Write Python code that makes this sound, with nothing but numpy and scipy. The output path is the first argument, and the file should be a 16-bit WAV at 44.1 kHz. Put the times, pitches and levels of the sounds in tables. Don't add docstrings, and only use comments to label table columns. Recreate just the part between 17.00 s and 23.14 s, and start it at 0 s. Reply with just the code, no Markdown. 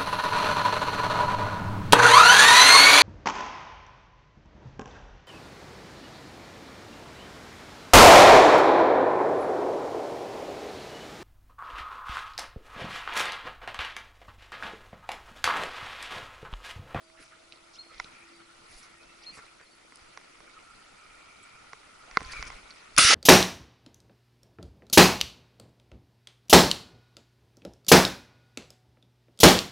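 import sys
import numpy as np
from scipy import signal
from scipy.io import wavfile
from scipy.ndimage import uniform_filter1d

SR = 44100
rng = np.random.default_rng(int(sys.argv[2]) if len(sys.argv) > 2 else 0)


def gain_from_decibels(decibels):
    exponent = np.asarray(decibels, float) / 20
    return 10 ** exponent


def waveform_to_disk(signal):
    frames = np.transpose(np.atleast_2d(signal))
    scaled = np.clip(frames, -1, 1) * 32767
    samples = np.round(scaled).astype(np.int16)
    wavfile.write(sys.argv[1], SR, samples)


N = 270906

FOLLOW = {"rumble": (-73.5, 1, 1.8), "cloth": (-60.5, 0.84, .05), "grass": (-66, 0.42, 1),
          "fizz": (-72, 0.14, 0.34)}
# (f/Hz, likeness from -1 to 1)
CLOSE_LIKENESS = [(60, 0.77), (220, 0.86), (700, 0.59), (1300, 0.9), (1800, 0.74), (2300, 0.62),
                  (3000, 0.84), (5500, .87), (11600, 0.88)]


def evened(x):
    return x / np.sqrt(np.mean(x ** 2) + 1e-20)


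def read(points, hz):
    f, value = np.transpose(points)
    return np.interp(np.log(hz + 1), np.log(f + 1), value)


def add(mix, s, sound):
    part = mix[:, round(s * SR):][:, :sound.shape[-1]]
    part += sound[..., :part.shape[1]]


def panned(x, pan_db):
    return x * gain_from_decibels(np.array([[.5], [-.5]]) * pan_db)


def resonate(x, hz, width):
    turn = np.exp(2j * np.pi * np.cumsum(hz * np.ones(len(x))) / SR)
    r = np.exp(-np.pi * width / SR)
    smooth = signal.lfilter([1 - r], [1, -r], x / turn + 1e-18)
    return 2 * (turn * smooth).real


def noise(shape, likeness, count, size=512, patchy_db=2.0, flicker_db=1., band_hz=(0, 22050)):
    frames = 4 * count // size + 5
    hz = np.fft.rfftfreq(size, 1 / SR)
    a, b, c, d, patches = rng.standard_normal((frames, len(hz), 5)).T
    flicker = np.minimum(rng.exponential(1, frames), 3.5) - 1
    patches = evened(uniform_filter1d(uniform_filter1d(patches, 6, 0), 14, 1))
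    same = np.clip(read(likeness, hz), -1, 1)[:, None]
    left = a + 1j * b
    right = same * left + np.sqrt(1 - same ** 2) * (c + 1j * d)
    z = np.array([left, right]) * gain_from_decibels(shape(hz)[:, None] + patchy_db * patches + flicker_db * flicker)
    inside = ((hz >= band_hz[0]) & (hz <= band_hz[1]))[:, None]
    whole, part = (signal.istft(v, nperseg=size, noverlap=3 * size // 4)[1][:, :count] for v in (z, z * inside))
    return whole / part.mean(0).std()


def rings(modes, phases, rise_s=0.00063):
    t = np.arange(1800) / SR
    x = sum(gain_from_decibels(db - 60 * t / t60) * np.sin(2 * np.pi * hz * t + p) for (hz, db, t60), p in zip(modes, phases))
    x = x * (1 - np.exp(-(t / rise_s) ** 2))
    return x / abs(x).max()


def follow(layer):
    # (t/s, effort above a steady walk/dB)
    motion = [(0, -8), (.3, -2.5), (.88, -2), (1.04, 5.5), (1.302, 0), (1.5, -1), (1.75, 3), (2.0, -1),
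              (2.42, 3), (2.64, -5.5), (2.88, -3), (3.02, 0.5), (5.03, 1.5), (5.2, 8.5), (5.374, 11.5),
              (5.52, 9), (5.65, 4.5), (5.96, 4)]
    hard_db = 5.5
    walk_db, slope, extra = FOLLOW[layer]
    effort_db = np.interp(np.arange(N) / SR, *np.transpose(motion))
    return walk_db + slope * effort_db + extra * np.maximum(effort_db - hard_db, 0)


def field():
    # (f/Hz, level/dB per Hz)
    air_shape = [(59, -86), (100, -43), (299, -5), (330, -17), (370, -7), (492, -8.5), (592, -7),
                 (3000, -40), (3900, -32), (6600, -120)]
    rumble_shape = [(5, -12), (18, 8), (45, -6), (80, -5.5), (150, -18.5), (400, -32)]
    cloth_shape = [(500, -12), (900, -11), (1150, -9), (1370, -2.5), (1580, -15), (1870, -10), (2300, -8),
                   (2800, -13.5), (4000, -31.5)]
    grass_shape = [(1500, -73), (3000, -4), (4700, -3), (6500, -9), (7500, -18), (9000, -25)]
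    fizz_shape = [(5500, -17.5), (7400, -7), (9000, -8), (10900, -7.5), (11400, -34)]
    # (f/Hz, likeness from -1 to 1)
    likeness = [(60, 0.98), (170, 0.6), (490, -0.34), (1410, 0.32), (4050, 0.14), (11600, 0.53)]
    rumble, cloth, grass, fizz = (gain_from_decibels(follow(layer)) for layer in FOLLOW)
    out = gain_from_decibels(-71) * noise(lambda f: read(air_shape, f), likeness, N, size=1024, flicker_db=4.5, band_hz=(150, 900))
    shaking = noise(lambda f: read(rumble_shape, f), likeness, N, size=2048, flicker_db=3.5, band_hz=(20, 150))
    out += panned(rumble, 0.34) * shaking
    out += cloth * noise(lambda f: read(cloth_shape, f), likeness, N, flicker_db=1.14, band_hz=(1000, 2800))
    out += grass * noise(lambda f: read(grass_shape, f), likeness, N, size=256, flicker_db=0.0, band_hz=(3300, 7000))
    out += fizz * noise(lambda f: read(fizz_shape, f), likeness, N, size=256, flicker_db=1.0, band_hz=(7500, 11000))
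    return panned(out, -.1)


def crackle():
    force_db = follow("grass")
    luck_db = 3.5 * np.minimum(rng.exponential(1, N), 1.8)
    snaps_now = rng.random(N) < 110 / SR
    size = gain_from_decibels(force_db + .45 * (force_db + 56) + 8 + luck_db) * snaps_now
    pitch_hz = np.geomspace(1300, 8500, num=12)
    which = rng.integers(0, len(pitch_hz), N)
    out = np.zeros((2, N))
    for k, hz in enumerate(pitch_hz):
        snap = rings([(hz, 0, 16 / hz)], [0])
        out += panned(signal.oaconvolve(size * (which == k), snap)[:N], 3.1 * (-1) ** k)
    return out


def drones():
    # (t/s, length/s, f/Hz, level/dB, change over its
    # length/dB)
    lines = [(0, 1.22, 337, -70.5, 1.5), (0, .88, 648, -64.5, -9), (1.13, .2, 1865, -64.5, -4),
             (1.17, .35, 337, -65, 3), (1.47, .24, 337, -62, -8), (1.66, .78, 337, -74, 5),
             (2.36, 1.3, 336, -67.5, -9), (1.94, .09, 1870, -64, -3), (1.97, .07, 2520, -58, -1.5),
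             (2.02, .16, 2655, -62, -8), (2.12, .16, 1865, -68, -1.5), (5.15, .4, 1032, -54, -8)]
    swell_s, waver_db = 0.03, 1.3
    out = np.zeros((2, N))
    for s, length, pitch_hz, db, fade_db in lines:
        t = np.arange(0, length, 1 / SR)
        hz = pitch_hz * (1 - 0.00437 * t)
        air = rng.standard_normal((2, len(t)))
        fuzz = np.array([evened(resonate(resonate(v, hz, 23), hz, 23)) for v in air])
        waver = evened(uniform_filter1d(uniform_filter1d(air[0], size=2500), size=2500))
        tone = 1.2 * np.cos(2 * np.pi * np.cumsum(hz) / SR)
        line = tone + (.45 if pitch_hz < 900 else .8) * fuzz
        to_edge = np.minimum(t + (s == 0), length - t)
        swell = np.clip(to_edge / max(swell_s, .25 * min(length, .4)), 0, 1)
        add(out, s, gain_from_decibels(db + waver_db * waver + fade_db * t / length) * line * swell)
    return out


def far_call(s, length, from_hz, to_hz, db):
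    u = np.arange(0, length, 1 / SR) / length
    rising = to_hz > from_hz
    hz = to_hz + (from_hz - to_hz) * (1 - u) ** (2.5 if rising else 1)
    faint_db = -9 * (1 - u if rising else u)
    return s, hz, db + faint_db, 2.5


def near_call(s, sweep, held, note_hz, db):
    breaks_hz = (3520, 3990)
    knee_s = 0.00395
    t = np.arange(-sweep, held, 1 / SR)
    low = knee_s * np.logaddexp(0, -t / knee_s) / sweep
    late = np.maximum(t / held, 0)
    hz = note_hz + (2450 - note_hz) * low - 50 * late ** 2
    cracks_db = sum(-12 * np.exp(-((hz - f) / 70) ** 2) for f in breaks_hz)
    hz = hz + 30 * np.minimum(4 * late, 1) * np.sin(2 * np.pi * 42 * t - 1.5)
    faint_db = -16 / (1 + np.exp(t / .003))
    release_db = -3 * late - 16 * late ** 5
    return s - sweep, hz, db + faint_db + cracks_db + release_db, 1.5


def warble(curve):
    s, hz, db = np.transpose(curve)
    t = np.arange(s[0], s[-1], 1 / SR)
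    return s[0], np.interp(t, s, hz), np.interp(t, s, db), 2.5 * (len(t) > SR / 20)


def birds():
    # (t the note is reached/s, sweep/s, held/s, f of the note/Hz, level/dB)
    near = [
        (.787, .036, .047, 4277, -42.5),
        (2.262, .031, .056, 4255, -43),
    ]
    # (t/s, length/s, from f/Hz, to f/Hz,
    # level/dB)
    far = [(0.038, 0.052, 4810, 4700, -68), (.09, 0.066, 4700, 4300, -73), (.834, .028, 4285, 4260, -55),
           (.863, .07, 4330, 4260, -61), (1.32, 0.058, 4250, 4700, -62), (1.392, .075, 4560, 4000, -65),
           (.746, .016, 3900, 4350, -58), (.74, .022, 4400, 5150, -60), (.762, .014, 4750, 5150, -59),
           (2.224, .016, 4700, 5500, -57), (2.227, .016, 3950, 4500, -59), (2.316, .014, 4270, 4250, -56)]
    # (t/s, f/Hz, level/dB)
    warbles = [
        [(2.615, 4600, -74), (2.633, 4630, -61), (2.646, 4400, -80), (2.662, 4280, -68), (2.676, 4170, -66),
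         (2.69, 4270, -68), (2.701, 4400, -80), (2.714, 4570, -66), (2.77, 4270, -71)],
        [(2.302, 4900, -61), (2.314, 4820, -62), (2.322, 4720, -68), (2.335, 4690, -58), (2.378, 4620, -66)],
        [(4.426, 9700, -68), (4.43, 10050, -61), (4.4325, 9500, -56), (4.434, 8700, -64), (4.4358, 7950, -51),
         (4.4385, 7700, -54), (4.442, 8100, -59), (4.447, 8200, -66)],
    ]
    calls = [near_call(*row) for row in near] + [far_call(*row) for row in far] + [warble(c) for c in warbles]
    dry = np.zeros((2, N))
    for s, hz, db, flutter_db in calls:
        flutter = evened(uniform_filter1d(rng.standard_normal(8000), size=420))[:len(hz)]
        turn = 2 * np.pi * np.cumsum(uniform_filter1d(hz, size=60)) / SR
        overtone = gain_from_decibels(-.03 * (hz - 2900)) * np.sin(2 * turn)
        call = np.sqrt(2) * gain_from_decibels(db + flutter_db * flutter) * (np.sin(turn) + overtone)
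        add(dry, s, call * signal.windows.tukey(len(hz), .2))
    t = np.arange(SR // 3) / SR
    tail = rng.standard_normal((2, len(t))) * gain_from_decibels(-60 * t / 0.43) * (t > .008)
    return dry + gain_from_decibels(-14) * signal.oaconvolve(dry, tail / np.linalg.norm(tail[0]), axes=1)[:, :N]


def knocks():
    # (f/Hz, level/dB, time to fall 60 dB/s)
    housing = [(173, -11, 0.012), (278, -27, 0.051), (434, -13.5, 0.053), (870, -15, 0.035),
               (1112, 8.5, 0.011), (1400, 4, 0.011), (2070, 9, 0.0076)]
    lid = [(3490, 6, 0.01), (4090, 5, 0.011), (4750, 32.5, 0.002), (5600, 21, 0.0047), (6870, 4, 0.0067)]
    # (t/s, peak level/dB, lid share/dB, tilt by where it is struck/dB per octave)
    blows = [(0.1, -48, -12, 6), (1.046, -41, -12, -9), (2.295, -43.5, -12, -3), (2.375, -39.5, -12, -6.5),
             (2.389, -37.5, -17, -6), (2.465, -43.5, -12, 6), (2.612, -42, -12, -4),
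             (2.922, -39.5, -15, 2.5), (3.174, -29, -8.5, 0.3), (3.213, -44, -10, 7),
             (3.404, -39, -10, -2.5), (4.732, -28.5, -12.5, -0.8), (4.832, -43.5, -17, 3),
             (5.112, -37, -4, 6), (5.206, -29, -9.5, -1), (5.216, -28, -25, -7), (5.229, -44, -4, 6),
             (5.334, -29, -15, 6), (5.394, -36.5, -14, -10), (5.426, -22.5, -3.5, 5), (5.502, -30, -13, 3),
             (5.519, -37, -16, 1)]
    # (t/s, peak level/dB, f/Hz)
    ticks = [(0.2271, -44, 4750), (0.279, -48, 4900), (0.5228, -33.5, 3930), (0.523, -37.5, 2570),
             (0.5293, -43, 4400), (.5293, -45, 2900), (.521, -48, 4000), (.945, -44, 4100),
             (.946, -44, 2050), (.5735, -49, 4000), (0.5588, -46, 4100), (0.9812, -41.5, 4050),
             (1.044, -34, 4000), (1.042, -40, 4300), (1.0465, -41, 3600), (1.044, -39, 2290),
             (1.7799, -43, 10800), (1.8302, -42, 5850), (2.0315, -44.5, 4420), (2.424, -47, 4020),
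             (2.455, -47, 4100), (2.9572, -39, 9400), (2.958, -42, 4860), (2.9714, -43, 4900),
             (2.9714, -51, 8200), (3.5902, -42, 2360), (4.0637, -46, 2280), (5.1894, -45, 5840),
             (5.2296, -42, 8000), (5.2285, -46, 5500), (5.249, -40, 4540), (5.3737, -39, 4470),
             (5.224, -46, 4400), (5.2287, -42, 2300), (5.26, -45, 5500), (5.271, -46, 6000),
             (5.287, -46, 6000), (5.393, -45, 4600), (5.469, -43, 3000), (5.528, -43, 2000),
             (5.5645, -43, 2350), (5.408, -42, 5700), (5.453, -40, 5800), (5.523, -45.5, 5600),
             (5.567, -48, 7000), (5.676, -47.5, 3770), (5.706, -36, 4500), (5.71, -41, 4300),
             (5.719, -46, 4400), (5.725, -46, 4300)]
    pings = [(3.4401, -53, 1240), (3.4765, -50, 1410), (3.5394, -50, 1410), (3.5663, -43, 1290),
             (3.5764, -45, 1270), (3.6287, -52, 1400), (3.707, -47, 1380), (3.7344, -50, 1370),
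             (3.7803, -51, 1370), (3.8921, -49, 1410), (4.0532, -48, 1290), (4.2824, -56, 1360),
             (4.5072, -52, 1320), (4.574, -46, 1320), (4.6428, -49, 1270), (4.6688, -49, 1400),
             (4.6997, -49, 1410), (4.8903, -52, 1380), (4.9576, -49, 1320), (5.0075, -46, 1320),
             (5.033, -52, 1390), (5.0958, -48, 1370)]
    knock_pan_db, tick_pan_db = -4, -2.5
    out = np.zeros((2, N))
    for (s, db, lid_db, tilt_db), p in zip(blows, rng.uniform(-.35, .35, (len(blows), 12))):
        body = [(hz, level_db + tilt_db * np.log2(hz / 1400), t60) for hz, level_db, t60 in housing]
        lid_db = min(lid_db, -4 if db > -43 else -12)
        blow = rings(body, p) + gain_from_decibels(lid_db) * rings(lid, p[7:])
        add(out, s, panned(gain_from_decibels(db) * blow, knock_pan_db))
    for (s, db, hz), p in zip(ticks, rng.uniform(-0.84, 0.67, (len(ticks), 2))):
        t60 = 0.0045 * (4000 / hz) ** 0.73
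        modes = [(hz, 0, t60), (hz * 1.165, -5, t60), (hz * 1.04, -11, 4 * t60)]
        tick = rings(modes, [*p, 0], .00025)
        add(out, s + .0004, panned(gain_from_decibels(db) * tick, tick_pan_db))
    for s, db, hz in pings:
        add(out, s, panned(gain_from_decibels(db - 2.5) * rings([(hz, 0, .045)], [0], .0015), tick_pan_db))
    return out


def bumps():
    # (t/s, peak level/dB, f/Hz)
    thuds = [(.2, -58, 30), (.965, -52, 32), (1.01, -51, 29.8), (1.76, -50, 29.4), (2.38, -66, 28),
             (2.65, -68, 28.3), (3.4, -57.5, 25.97), (5.13, -49, 35), (5.212, -44, 44.8), (5.24, -46, 60),
             (5.265, -39, 45), (5.291, -46, 50), (5.335, -52, 30), (5.378, -40.5, 55), (5.401, -37, 36),
             (5.471, -43, 50), (5.499, -47, 45), (5.555, -46, 30), (5.64, -52.5, 35), (5.986, -42, 190),
             (5.965, -44, 40), (6.018, -38, 90), (6.05, -30, 70), (6.051, -33, 120), (6.05, -35, 300)]
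    out = np.zeros((2, N))
    for s, db, hz in thuds:
        cycles = np.arange(-3000, 3000) / SR * hz
        sway = np.exp(-(cycles / 0.4) ** 2) * -np.cos(2 * np.pi * cycles - .4)
        add(out, s + cycles[0] / hz, panned(gain_from_decibels(db) * sway, -2.8))
    return out


def scuffs():
    # (t/s, length/s, level/dB,
    # center f/Hz, width/octaves)
    single = [(0.164, 0.089, -58, 1920, 0.92), (0.194, 0.03, -56, 280, 0.2), (2.28, .065, -62, 210, .3),
              (0.192, 0.086, -62.5, 5130, 0.64), (0.199, 0.051, -62, 9800, 0.32),
              (0.308, 0.052, -62.5, 1580, 0.79), (0.725, 0.051, -59, 4930, 0.56),
              (0.898, 0.095, -61, 2090, .4), (0.914, 0.16, -64, 4500, .6), (1.651, 0.23, -62, 10350, 0.43),
              (1.68, 0.21, -60, 4840, 0.63), (1.772, 0.037, -58.5, 9500, 0.83),
              (2.213, 0.04, -60, 4900, 0.26), (2.321, 0.084, -58, 5800, 0.95),
              (2.333, 0.05, -62, 10700, .2), (2.321, 0.056, -55.5, 2330, 0.3),
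              (2.365, 0.041, -50, 1400, 0.8), (2.58, 0.074, -60, 1670, 0.64),
              (5.147, 0.033, -49, 1660, 0.62), (5.317, 0.012, -43, 4800, 0.2), (5.317, .022, -48, 5500, .7),
              (5.31, 0.026, -54.5, 9800, 0.37), (5.289, 0.054, -48.5, 1770, 0.12),
              (5.331, 0.1, -49.5, 1400, 0.36), (5.463, 0.027, -50, 5460, 0.43),
              (5.466, 0.023, -58, 9250, 0.34), (5.073, 0.037, -59, 720, .15),
              (5.986, 0.017, -34, 756, 0.37), (6.099, 0.021, -33, 450, 0.47), (6.122, 0.02, -30.5, 540, .1),
              (5.26, .27, -54, 2080, .5), (6.1, .04, -33, 800, .3), (5.983, .012, -22, 1330, .2),
              (6.009, .012, -26, 1400, .2), (6.102, .011, -24, 1350, .2), (5.132, .04, -55, 2150, .15),
              (.17, .085, -62, 1380, .15), (.31, .06, -62, 1350, .2)]
    # (t/s, length/s, level/dB, center f/Hz, pan/dB)
    rubs = [(1.106, 0.19, -61.5, 2420, 3), (3.301, 2.16, -64, 1335, -3), (3.46, .06, -62, 2250, -3),
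            (3.897, 0.84, -64, 2360, -4), (.89, .07, -57, 1330, -2), (5.252, 0.077, -57, 2350, 5),
            (5.325, 0.09, -45.5, 2326, 5), (5.407, 0.087, -52, 2320, 7), (5.247, .007, -48, 4500, -2),
            (5.576, 0.036, -56, 1380, -2), (5.704, .012, -52, 4400, -2), (5.44, .05, -52, 1350, -2),
            (5.69, .03, -58, 2200, -2), (5.55, .03, -56, 2200, -2)]
    rows = [(*row, -1.8) for row in single] + [(*row[:4], 0.11, row[4]) for row in rubs]
    out = np.zeros((2, N))
    for s, length, db, hz, octaves, pan_db in rows:
        t = np.arange(0, length, 1 / SR)
        grit = noise(lambda f: -np.minimum(12 * (np.log2((f + 1) / hz) / octaves) ** 2, 60), CLOSE_LIKENESS,
                     count=len(t), size=256 if length < .06 else 512, flicker_db=1.5)
        swell = np.sqrt(signal.windows.tukey(len(t), .6))
        add(out, s, panned(gain_from_decibels(db) * grit * swell, pan_db))
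    return out


def clacks():
    # (f/Hz, level/dB, time to fall 60 dB/s, side first pushed +1 or -1)
    buckle = [(780, -14.5, .03, 1), (982, -5, 0.023, 1), (1380, -3.5, 0.023, -1), (2053, 5, .014, -1),
              (3490, -7, .012, 1), (4036, -9, .012, 1), (5000, -7, 0.0089, 1), (5590, 0, 0.0062, -1),
              (6850, -18, .012, -1)]
    latch = [(190, -18, 0.021, -1), (453, -14.5, 0.027, 1), (820, -12.5, 0.017, 1), (1070, -1.5, 0.016, 1),
             (1400, 2, 0.012, -1), (2080, -1.5, 0.016, -1), (3520, -18, 0.0083, -1), (4130, -7, 0.0053, 1),
             (4760, -7, 0.0053, -1), (5380, -12, 0.0047, 1), (6000, -22, 0.0069, -1),
             (6730, -26, 0.0092, 1)]
    # (t/s, peak level/dB)
    buckle_hits = [
        (0.9963, -37),
        (.999, -19),
    ]
    latch_hits = [
        (5.171, -5),
        (5.1764, -35),
    ]
    out = np.zeros((2, N))
    for part, hits in ((buckle, buckle_hits), (latch, latch_hits)):
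        blow = rings([row[:3] for row in part], [np.pi * (row[3] < 0) for row in part])
        for s, db in hits:
            add(out, s, panned(gain_from_decibels(db) * blow, -3.5))
    return out


def shot():
    # (t/s, peak level/dB, rise/ms, time to fall 60 dB/s, tilt/dB per octave)
    bursts = [
        (5.9638, -20, 1.6, 0.018, 0.5),
        (5.972, -27, 2.4, 0.025, -3.5),
        (5.977, -6, 2.5, 0.03, -4),
        (5.982, 1, 1.23, 0.01, 9),
        (5.9856, -6, 0.57, 0.05, -7.5),
    ]
    # (f/Hz, level/dB per Hz)
    ports = [(100, -40), (200, -26), (330, -20.5), (600, -25), (800, -27), (1100, -10), (1340, 6),
             (1560, -2.5), (1800, -3), (2200, 3), (3400, -.5), (5000, .3), (5900, 1.5), (7300, -8.5),
             (10900, -5.5), (11600, -50)]
    # (t/s, peak level/dB, f/Hz, time to fall 60 dB/s)
    rocking = [
        (5.171, -22, 790, .02),
        (5.981, -12, 700, .015),
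    ]
    wall_pan_db = (-.8, 1.5, -5)
    out = np.zeros((2, N))
    t = np.arange(4000) / SR
    for s, db, rise_ms, t60, tilt_db in bursts:
        burst = noise(lambda f: read(ports, f) + tilt_db * np.log2((f + 200) / 3000), CLOSE_LIKENESS, len(t),
                      flicker_db=-1.0)
        rise = np.sin(np.pi / 2 * np.minimum(t / rise_ms * 1000, 1)) ** 2
        burst = burst * rise * gain_from_decibels(-60 * np.maximum(t - rise_ms / 1000, 0) / t60)
        add(out, s, panned(gain_from_decibels(db) * burst / abs(burst.mean(0)).max(), 1.4))
    for s, db, hz, t60 in rocking:
        sway = rings([(hz, 0, t60), (2.0 * hz, -3, t60)], [0, 0])
        add(out, s, gain_from_decibels(db) * np.array([[1], [-1]]) * sway)

    echo_s = 5.988
    t = np.arange(echo_s - .004, N / SR, 1 / SR)
    late = t - echo_s
    level_db = -17.5 + 15.5 * late
    treble_db = -3.5 - 82 * late
    far_trees_db = 10.5 * np.clip((t - 6.097) / 0.023 + .5, 0, 1)
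    bass_db = -19.5 - 90 * late + far_trees_db
    swell = np.minimum((t - t[0]) / 0.0059, 1)
    bands = ((900, 7200, 0), (7200, 12000, treble_db), (120, 900, bass_db))
    for (lo, hi, rel_db), pan_db in zip(bands, wall_pan_db):
        wall = noise(lambda f: read(ports, f) - 50 * ((f < lo) | (f >= hi)), CLOSE_LIKENESS, len(t), size=1024,
                     patchy_db=2.6, flicker_db=1.6)
        wall = wall / uniform_filter1d((wall ** 2).mean(0), size=500) ** 0.4
        add(out, t[0], gain_from_decibels(level_db + rel_db) * swell * panned(wall, pan_db))
    return out


def scene():
    quiet = field() + crackle() + drones() + birds()
    handling = knocks() + bumps() + scuffs() + clacks()
    return quiet + handling + shot()


def band_limit(x):
    return signal.sosfilt(signal.butter(12, 12200, fs=SR, output="sos"), x)


def record(dry):
    edge = signal.firwin(401, 11150, window=("kaiser", 7), fs=SR)
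    limited = signal.oaconvolve(dry, edge[None], "same")
    return band_limit(np.clip(limited, -.78, .78))


dry = scene()
out = record(dry)
waveform_to_disk(out)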